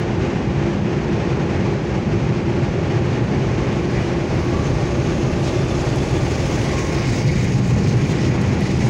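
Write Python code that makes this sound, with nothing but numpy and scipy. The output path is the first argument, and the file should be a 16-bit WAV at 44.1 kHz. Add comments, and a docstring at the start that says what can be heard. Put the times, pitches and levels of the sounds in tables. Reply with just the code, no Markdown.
"""Blowers rush and hum through a closed car body: the dryer of an automatic car wash, with the
microphone inside the cabin as the car creeps under it. The air jet drums on the bonnet, whistles at a
door seal and climbs the windscreen an arm's length away, hissing with spray and singing on edges.
A few drops tick on the glass. Last, the jet lands on the roof, which drums close overhead."""
import sys
import numpy as np
from scipy import signal
from scipy.fft import rfft, irfft
from scipy.io import wavfile
from scipy.ndimage import uniform_filter1d, minimum_filter1d, map_coordinates

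SR = 44100
rng = np.random.default_rng(int(sys.argv[2]) if len(sys.argv) > 2 else 0)


def output_pcm(signal):
    """Save a mono or channel-first signal as 16-bit PCM at the path in sys.argv[1].

    Samples are clipped to [-1, 1] before scaling.
    """
    pcm = np.clip(np.atleast_2d(signal).T, -1, 1) * 32767
    wavfile.write(sys.argv[1], SR, np.round(pcm).astype(np.int16))


N = 392049
TIME = np.arange(N) / SR
FREQ = np.maximum(np.arange(N // 2 + 1) * SR / N, 1)
# The jet meets the windscreen edge, strikes the glass squarely, then lands on the roof.
ON_EDGE_S, ON_GLASS_S, ON_ROOF_S = 4.52, 6.46, 7.25


def undb(db):
    """Decibels to gain."""
    return 10 ** (np.asarray(db) / 20)


def unit(x):
    """Scale to an rms of one."""
    return x / np.sqrt(np.mean(x ** 2))


def colour(points):
    """Gain at each frequency from (Hz, dB) points."""
    hz, db = np.transpose(points)
    return undb(np.interp(np.log(FREQ), np.log(hz), db))


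def resonances(modes):
    """Gain at each frequency of steep-sided (Hz, width Hz, dB) resonances that add in power."""
    power = 0
    for hz, width, db in modes:
        detuning = (FREQ ** 2 - hz ** 2) / (FREQ * 1.55 * width)
        power = power + (undb(db) / (1 + detuning ** 2)) ** 2
    return np.sqrt(power)


def shaped(x, gain):
    """Pass a sound through a gain per frequency."""
    return irfft(rfft(x) * gain, N)


def noise(gain):
    """Turbulence of a given colour, rms one."""
    real, imag = rng.standard_normal((2, len(FREQ)))
    return unit(irfft((real + 1j * imag) * gain, N))


def walk(rate):
    """Smooth random drift that turns about rate times a second, rms one."""
    steps = rng.standard_normal(8192)
    drift = map_coordinates(steps, [TIME[::16] * rate], order=3, mode="wrap")
    return unit(drift).repeat(16)[:N]


def swell(start, end, rise_db_per_s, fall_db_per_s):
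    """Gain that rises to one at start, holds until end and then falls away."""
    return undb(-rise_db_per_s * np.maximum(start - TIME, 0) - fall_db_per_s * np.maximum(TIME - end, 0))


def breathy(hz, width_hz):
    """A narrow band of turbulence that follows a moving pitch."""
    phase = 2 * np.pi * np.cumsum(hz) / SR
    blur = 1 / (1 + (FREQ / width_hz) ** 2)
    return noise(blur) * np.cos(phase) + noise(blur) * np.sin(phase)


# The blowers heard through the closed body. Each row: frequency in Hz, relative level in dB.
RUSH_SPECTRUM = [(22, -30.5), (38, -16), (58, -4), (120, 0.5), (175, -5), (285, -7.5), (400, -10.5),
                 (450, -12), (530, -11.5), (700, -17.5), (1180, -22.5), (1320, -24.5), (1550, -24),
                 (2400, -25), (3600, -35.5), (6400, -39.5), (9000, -59), (13000, -88)]
# Hollow resonances around the microphone. Each row: frequency in Hz, width in Hz, dB over the rush.
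CABIN_MODES = [(139, 37, 0.5), (346, 27.6, 4.5), (397.5, 21.7, 5.5), (824, 66, 3), (2380, 500, -18.5),
               (6400, 800, -13)]


def blowers(level_db=-20, waver_db=0.55, flutter_db=1.03, dip_db=-3, dip_s=0.37):
    """The fans' rush, coloured by the cabin; its treble flutters, and it dips as the jet finds the roof."""
    rush = noise(colour(RUSH_SPECTRUM) * np.sqrt(1 + resonances(CABIN_MODES) ** 2))
    treble = shaped(rush, 1 / (1 + (1100 / FREQ) ** 2))
    rush = rush + treble * (undb(flutter_db * walk(60)) - 1)
    dip = swell(ON_ROOF_S, ON_ROOF_S + dip_s, rise_db_per_s=90, fall_db_per_s=9)
    return rush * undb(level_db + dip_db * dip + waver_db * walk(9.8))


def duct_hum(hz=345, width_hz=23, level_db=-31, until_s=5.63):
    """The hollow hum of the blower ducts fades once the car is under them."""
    fade = swell(0, until_s, rise_db_per_s=0, fall_db_per_s=6)
    return noise(resonances([(hz, width_hz, 0)])) * undb(level_db) * fade


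# The fan's whine comes through to the cabin. Each row: start and end in seconds, level in dB.
WHINE_SWELLS = [(3.3, 4.5, -51), (6.72, 6.954, -40.5), (7.7, 8.5, -47.5)]


def fan_whine(blade_hz=1077.5, octave_db=-10, waver_db=1.2, steady_db=-59):
    """The thin whine of the fan blades outside, wavering in the moving air."""
    pitch = blade_hz * (1 + .0012 * walk(18))
    phase = 2 * np.pi * np.cumsum(pitch) / SR
    tone = unit(np.sin(phase) + undb(octave_db) * np.sin(2 * phase))
    swells = sum(undb(db) * swell(start, end, 65, 65) for start, end, db in WHINE_SWELLS)
    return tone * (undb(steady_db) + swells) * undb(waver_db * walk(8.2))


def faint_ticks(level_db=-85, hz=11900, width_hz=1000):
    """Very faint dry ticks come at loose intervals in the top treble."""
    times = np.cumsum(rng.uniform(.03, .2, 160))
    samples = (times[times < TIME[-1]] * SR).astype(int)
    clicks = np.bincount(samples, rng.uniform(.3, 1, len(samples)), N)
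    return unit(shaped(clicks, resonances([(hz, width_hz, 0)]))) * undb(level_db)


# Modes of the body panels. Each row: frequency in Hz, width in Hz, relative level in dB.
PANEL_MODES = [(41.4, 9, -14.5), (87.4, 25, -8.5), (121.8, 22.7, 1), (137, 18, -4.5), (239, 59, -15.5),
               (474, 42, -19.5)]
# Modes of the air in the cabin. Each row: frequency in Hz, width in Hz, relative level in dB.
BOOM_MODES = [(160, 54, -5), (198, 24.5, -4.5)]
# The jet pushes on bonnet, windscreen and roof in turn.
# Each row: start and end in seconds, drumming level in dB, boom level in dB.
PANEL_PUSHES = [(2.3, 3.854, -25.5, -28), (4.4, 6.3, -26, -44), (7.295, 7.55, -18.5, -25),
                (7.7, 8.05, -19, -22.5), (8.15, 8.8, -24.5, -23.5)]


def panel_drumming(rise_db_per_s=36, fall_db_per_s=16, idle_boom_db=-26):
    """Eddies drum on the panels and set the cabin air booming; some boom is there ahead of the jet."""
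    first_push_s = PANEL_PUSHES[0][0]
    drum = 0
    boom = undb(idle_boom_db) * swell(0, first_push_s, rise_db_per_s, fall_db_per_s)
    for start, end, drum_db, boom_db in PANEL_PUSHES:
        push = swell(start, end, rise_db_per_s, fall_db_per_s)
        drum = np.hypot(drum, undb(drum_db) * push)
        boom = np.hypot(boom, undb(boom_db) * push)
    return noise(resonances(PANEL_MODES)) * drum + noise(resonances(BOOM_MODES)) * boom


# Air and spray on the glass, an arm's length away. Each row: frequency in Hz, relative level in dB.
HISS_SPECTRUM = [(1200, -26), (2600, 3.5), (3700, -1), (5200, 1), (6000, -1), (6550, 0), (7200, -7),
                 (8300, -15.5), (10000, -22), (12000, -35), (13700, -38), (15200, -31)]
# Gusts and lulls of the jet. Each row: centre in seconds, half length in seconds, gain in dB.
JET_GUSTS = [(3.22, .04, -8), (3.95, 0.064, 5), (4.068, 0.023, 6), (4.65, .04, 3), (5.38, .04, -1.5),
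             (5.48, 0.049, 5.5), (6.75, 0.19, 0.5), (7.187, 0.022, 3), (7.62, 0.038, -3), (7.9, .025, 3.5),
             (8.104, .035, 4.5), (8.255, .035, 2.5), (8.385, 0.014, -10), (8.66, 0.081, 2),
             (8.86, 0.17, 4.5)]


def jet_hiss(flow_db=-37, air_db=-1.5, damp_db=-19, wet_db=-12, spurt_db=-0.5):
    """Air and spray hiss on the glass, wettest at its top; the jet flaps harder once on the roof."""
    gusts_db = sum(db * np.exp(-((TIME - at) / half) ** 2) for at, half, db in JET_GUSTS)
    passing = swell(ON_GLASS_S, ON_GLASS_S, rise_db_per_s=3, fall_db_per_s=2)
    approach = swell(ON_EDGE_S, ON_GLASS_S, rise_db_per_s=2.5, fall_db_per_s=0)
    flow = undb(flow_db + gusts_db) * passing * approach
    eddies = np.tanh(walk(60) + 0.5 * walk(130))
    flap_db = np.interp(TIME, [ON_GLASS_S, ON_ROOF_S], [2.06, 2.36])
    air = undb(air_db) * noise(colour(HISS_SPECTRUM))
    soaking = swell(ON_GLASS_S, ON_ROOF_S, rise_db_per_s=22, fall_db_per_s=3.5)
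    wetness = undb(damp_db) + undb(wet_db) * soaking
    mist = unit(shaped(patter(flow), colour(HISS_SPECTRUM) * FREQ ** 1.5))  # brighter than the air
    hiss = running_water(air + mist * wetness * undb(spurt_db * eddies))
    return ((hiss + crackle(flow)) * flow + sizzle()) * undb(flap_db * eddies)


def patter(flow, peak_per_s=7000, spread_db=4):
    """Fine random impulses, more of them in a stronger flow, a few much larger than the rest."""
    lands = rng.random(N) < peak_per_s * flow / flow.max() / SR
    impulses = lands * rng.standard_normal(N)
    sizes = undb(spread_db * np.minimum(rng.exponential(size=N), 3))
    return unit(impulses * sizes)


def running_water(hiss, depth_db=1.5, rate=9, count=10):
    """Water running over the glass recolours the hiss: each treble band swells and sinks by itself."""
    band_position = np.interp(np.log(FREQ), np.log([2500, 15000]), [0, count - 1])
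    bands = (np.maximum(1 - np.abs(band_position - k), 0) for k in range(count))
    return sum(shaped(hiss, band) * undb(depth_db * walk(rate)) for band in bands)


def crackle(flow, relative_db=-29):
    """Single droplets are flung against the glass and patter within the hiss."""
    snaps = patter(flow, peak_per_s=350, spread_db=3)
    brightness = colour([(2000, -10), (6000, 0), (8500, -1), (11000, -9), (14000, -24)])
    return unit(shaped(snaps, brightness)) * undb(relative_db)


# Resonances of the gap at a door seal. Each row: frequency in Hz, width in Hz, relative level in dB.
SEAL_MODES = [(1960, 92, -0.5), (2164, 62, -2.5), (2340, 170, -2), (2930, 150, -15), (1800, 320, -8)]
# The jet presses on that seal. Each row: start and end in seconds, level in dB.
SEAL_PRESSES = [(3.91, 4.078, -40), (6.25, 6.38, -45), (6.58, 6.66, -40.5), (6.8, 7.162, -37.5),
                (7.32, 7.42, -36.5), (7.75, 8.89, -40)]


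def door_seal(flutter_db=3, rise_db_per_s=42, fall_db_per_s=50):
    """A hoarse whistle beside the microphone while the jet presses on a seal."""
    presses = [undb(db) * swell(start, end, rise_db_per_s, fall_db_per_s)
               for start, end, db in SEAL_PRESSES]
    return noise(resonances(SEAL_MODES)) * np.max(presses, axis=0) * undb(flutter_db * walk(60))


# Drops on the glass, close by. Each row: start in seconds, relative peak level in dB.
DROP_HITS = [(4.07, -43), (5.4198, -40), (5.8538, -39), (5.9574, -28), (6.0169, -37), (6.6393, -32),
             (6.785, -33), (7.1846, -37), (7.4237, -36), (7.4425, -30), (7.5862, -36), (7.675, -31),
             (7.7055, -38), (8.0686, -39), (8.3495, -40), (8.4133, -29), (8.6058, -30)]


def drops(gain_db=-8, decay_s=0.0078):
    """Larger drops hit the glass, each a short bright splash."""
    force = sum(undb(db) * (TIME >= at) * np.exp(-np.abs(TIME - at) / decay_s) for at, db in DROP_HITS)
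    splash = noise(colour([(1500, -14), (4000, 2), (7000, 2), (9000, -5), (11500, -10), (14000, -21)]))
    return undb(gain_db) * force * splash


def treble_fizzle(level_db=-66, from_s=4.34, until_s=4.48):
    """A brief, very faint fizzle in the top treble."""
    gate = swell(from_s, until_s, rise_db_per_s=600, fall_db_per_s=250)
    clicks = patter(np.ones(N), peak_per_s=900)
    top_treble = resonances([(10000, 2000, 0), (15000, 1000, 0)])
    return unit(shaped(clicks, top_treble)) * undb(level_db) * gate


def edge_tone(level_db=-36, top_hz=595, sag_hz=45, until_s=6.8, width_hz=65, octave_db=-9):
    """Vortices shed at the windscreen edge give a breathy tone and its octave, highest mid-pass."""
    off_centre = 2 * (TIME - ON_EDGE_S) / (until_s - ON_EDGE_S) - 1
    pitch = top_hz - sag_hz * np.minimum(off_centre ** 2, 2)
    tone = breathy(pitch, width_hz) + undb(octave_db) * breathy(2 * pitch, width_hz)
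    return tone * undb(level_db) * swell(ON_EDGE_S, until_s, rise_db_per_s=44, fall_db_per_s=36)


def buffet(level_db=-27):
    """The same vortices shake the windscreen until the jet has moved on to the roof."""
    shake = noise(resonances([(44.7, 11, -4.5), (66, 43, 1.5), (278, 93, -4)]))
    return shake * undb(level_db) * swell(ON_EDGE_S, ON_ROOF_S, rise_db_per_s=20.5, fall_db_per_s=18)


# Thin whistles just outside the cabin, one for each edge or slit that the jet crosses.
# Each row: start and end in seconds, pitch in Hz, rough width in Hz, level in dB.
EDGE_WHISTLES = [(4.56, 4.68, 1130, 55, -40), (4.68, 5.15, 6350, 150, -53), (5.3, 6.45, 1200, 45, -45),
                 (5.35, 6.1, 2690, 110, -51), (5.5, 6.3, 5200, 130, -57), (5.55, 6.4, 7600, 110, -61),
                 (5.65, 6.5, 3460, 85, -50), (6.62, 6.84, 2003, 45, -46), (6.62, 7.42, 2170, 80, -42.5),
                 (6.95, 7.3, 2970, 60, -57), (7.1, 7.45, 3780, 130, -51), (6.85, 8.5, 6700, 170, -56)]


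def whistles(wander=.008, flutter_db=2):
    """Each edge sings near its own pitch, wandering and fluttering, while the jet lies on it."""
    out = 0
    for start, end, hz, width, db in EDGE_WHISTLES:
        pitch = hz * (1 + wander * walk(7))
        tone = breathy(pitch, .7 * width) * undb(flutter_db * walk(22))
        out = out + unit(tone) * undb(db) * swell(start, end, rise_db_per_s=40, fall_db_per_s=45)
    return out


def fizz(hz=9900, width_hz=1500, level_db=-60, spurt_db=1.5):
    """A fine high fizz of water blown up the glass builds in spurts ahead of the jet."""
    spurts = unit(undb(spurt_db * walk(25)))
    build = swell(ON_EDGE_S + 1.6, ON_GLASS_S, rise_db_per_s=5, fall_db_per_s=15)
    return noise(resonances([(hz, width_hz, 0)])) * spurts * undb(level_db) * build


def sizzle(level_db=-46.5, glass_hz=6450, roof_hz=4750, width_hz=560):
    """The spot where the jet strikes sizzles, lower in pitch as it climbs from the glass to the roof."""
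    pitch = np.interp(TIME, [ON_GLASS_S, ON_ROOF_S], [glass_hz, roof_hz])
    strike = swell(ON_GLASS_S, ON_ROOF_S, rise_db_per_s=8, fall_db_per_s=10)
    return breathy(pitch, width_hz) * undb(level_db) * strike


# Modes of the middle of the roof, right above the microphone.
# Each row: frequency in Hz, width in Hz, relative level in dB.
MID_ROOF_MODES = [(44, 14, -3), (82, 24, 2.5), (245, 52, -2), (305, 45, -6), (372, 50, -2)]


def roof_roar(level_db=-26, from_s=8.15, until_s=8.85):
    """The drumming grows fuller as the jet moves on to the middle of the roof."""
    push = swell(from_s, until_s, rise_db_per_s=30, fall_db_per_s=0)
    return noise(resonances(MID_ROOF_MODES)) * undb(level_db) * push


def cabin_echoes(x, count=20, echo_db=-30):
    """Weak, short echoes off the nearby side windows and dashboard ripple the upper spectrum."""
    lags_s = rng.uniform(0.00199, .014, count)
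    echoes = undb(echo_db) * np.exp(-2j * np.pi * FREQ * lags_s[:, None]).sum(axis=0)
    return shaped(x, 1 + echoes / (1 + (1500 / FREQ) ** 2))


def scene():
    """Everything adds up at one microphone inside the cabin."""
    air = blowers() + duct_hum() + jet_hiss() + panel_drumming() + roof_roar()
    air = air + edge_tone() + whistles() + buffet() + door_seal() + fan_whine()
    water = fizz() + drops()
    faint_treble = treble_fizzle() + faint_ticks()
    return cabin_echoes(air + water + faint_treble)[None]


def record(dry, threshold_db=-8, ratio=4, window_samples=400, top_hz=15750):
    """A phone in the cabin turns its gain down around the highest peaks and cuts the top treble."""
    overshoot = np.maximum(np.abs(dry) / undb(threshold_db), 1)
    held_gain = minimum_filter1d(overshoot ** (1 / ratio - 1), window_samples)
    limited = dry * uniform_filter1d(held_gain, window_samples)
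    lowpass = signal.ellip(10, .2, 80, top_hz, fs=SR, output="sos")
    return signal.sosfilt(lowpass, limited)


dry = scene()
out = record(dry)
output_pcm(out)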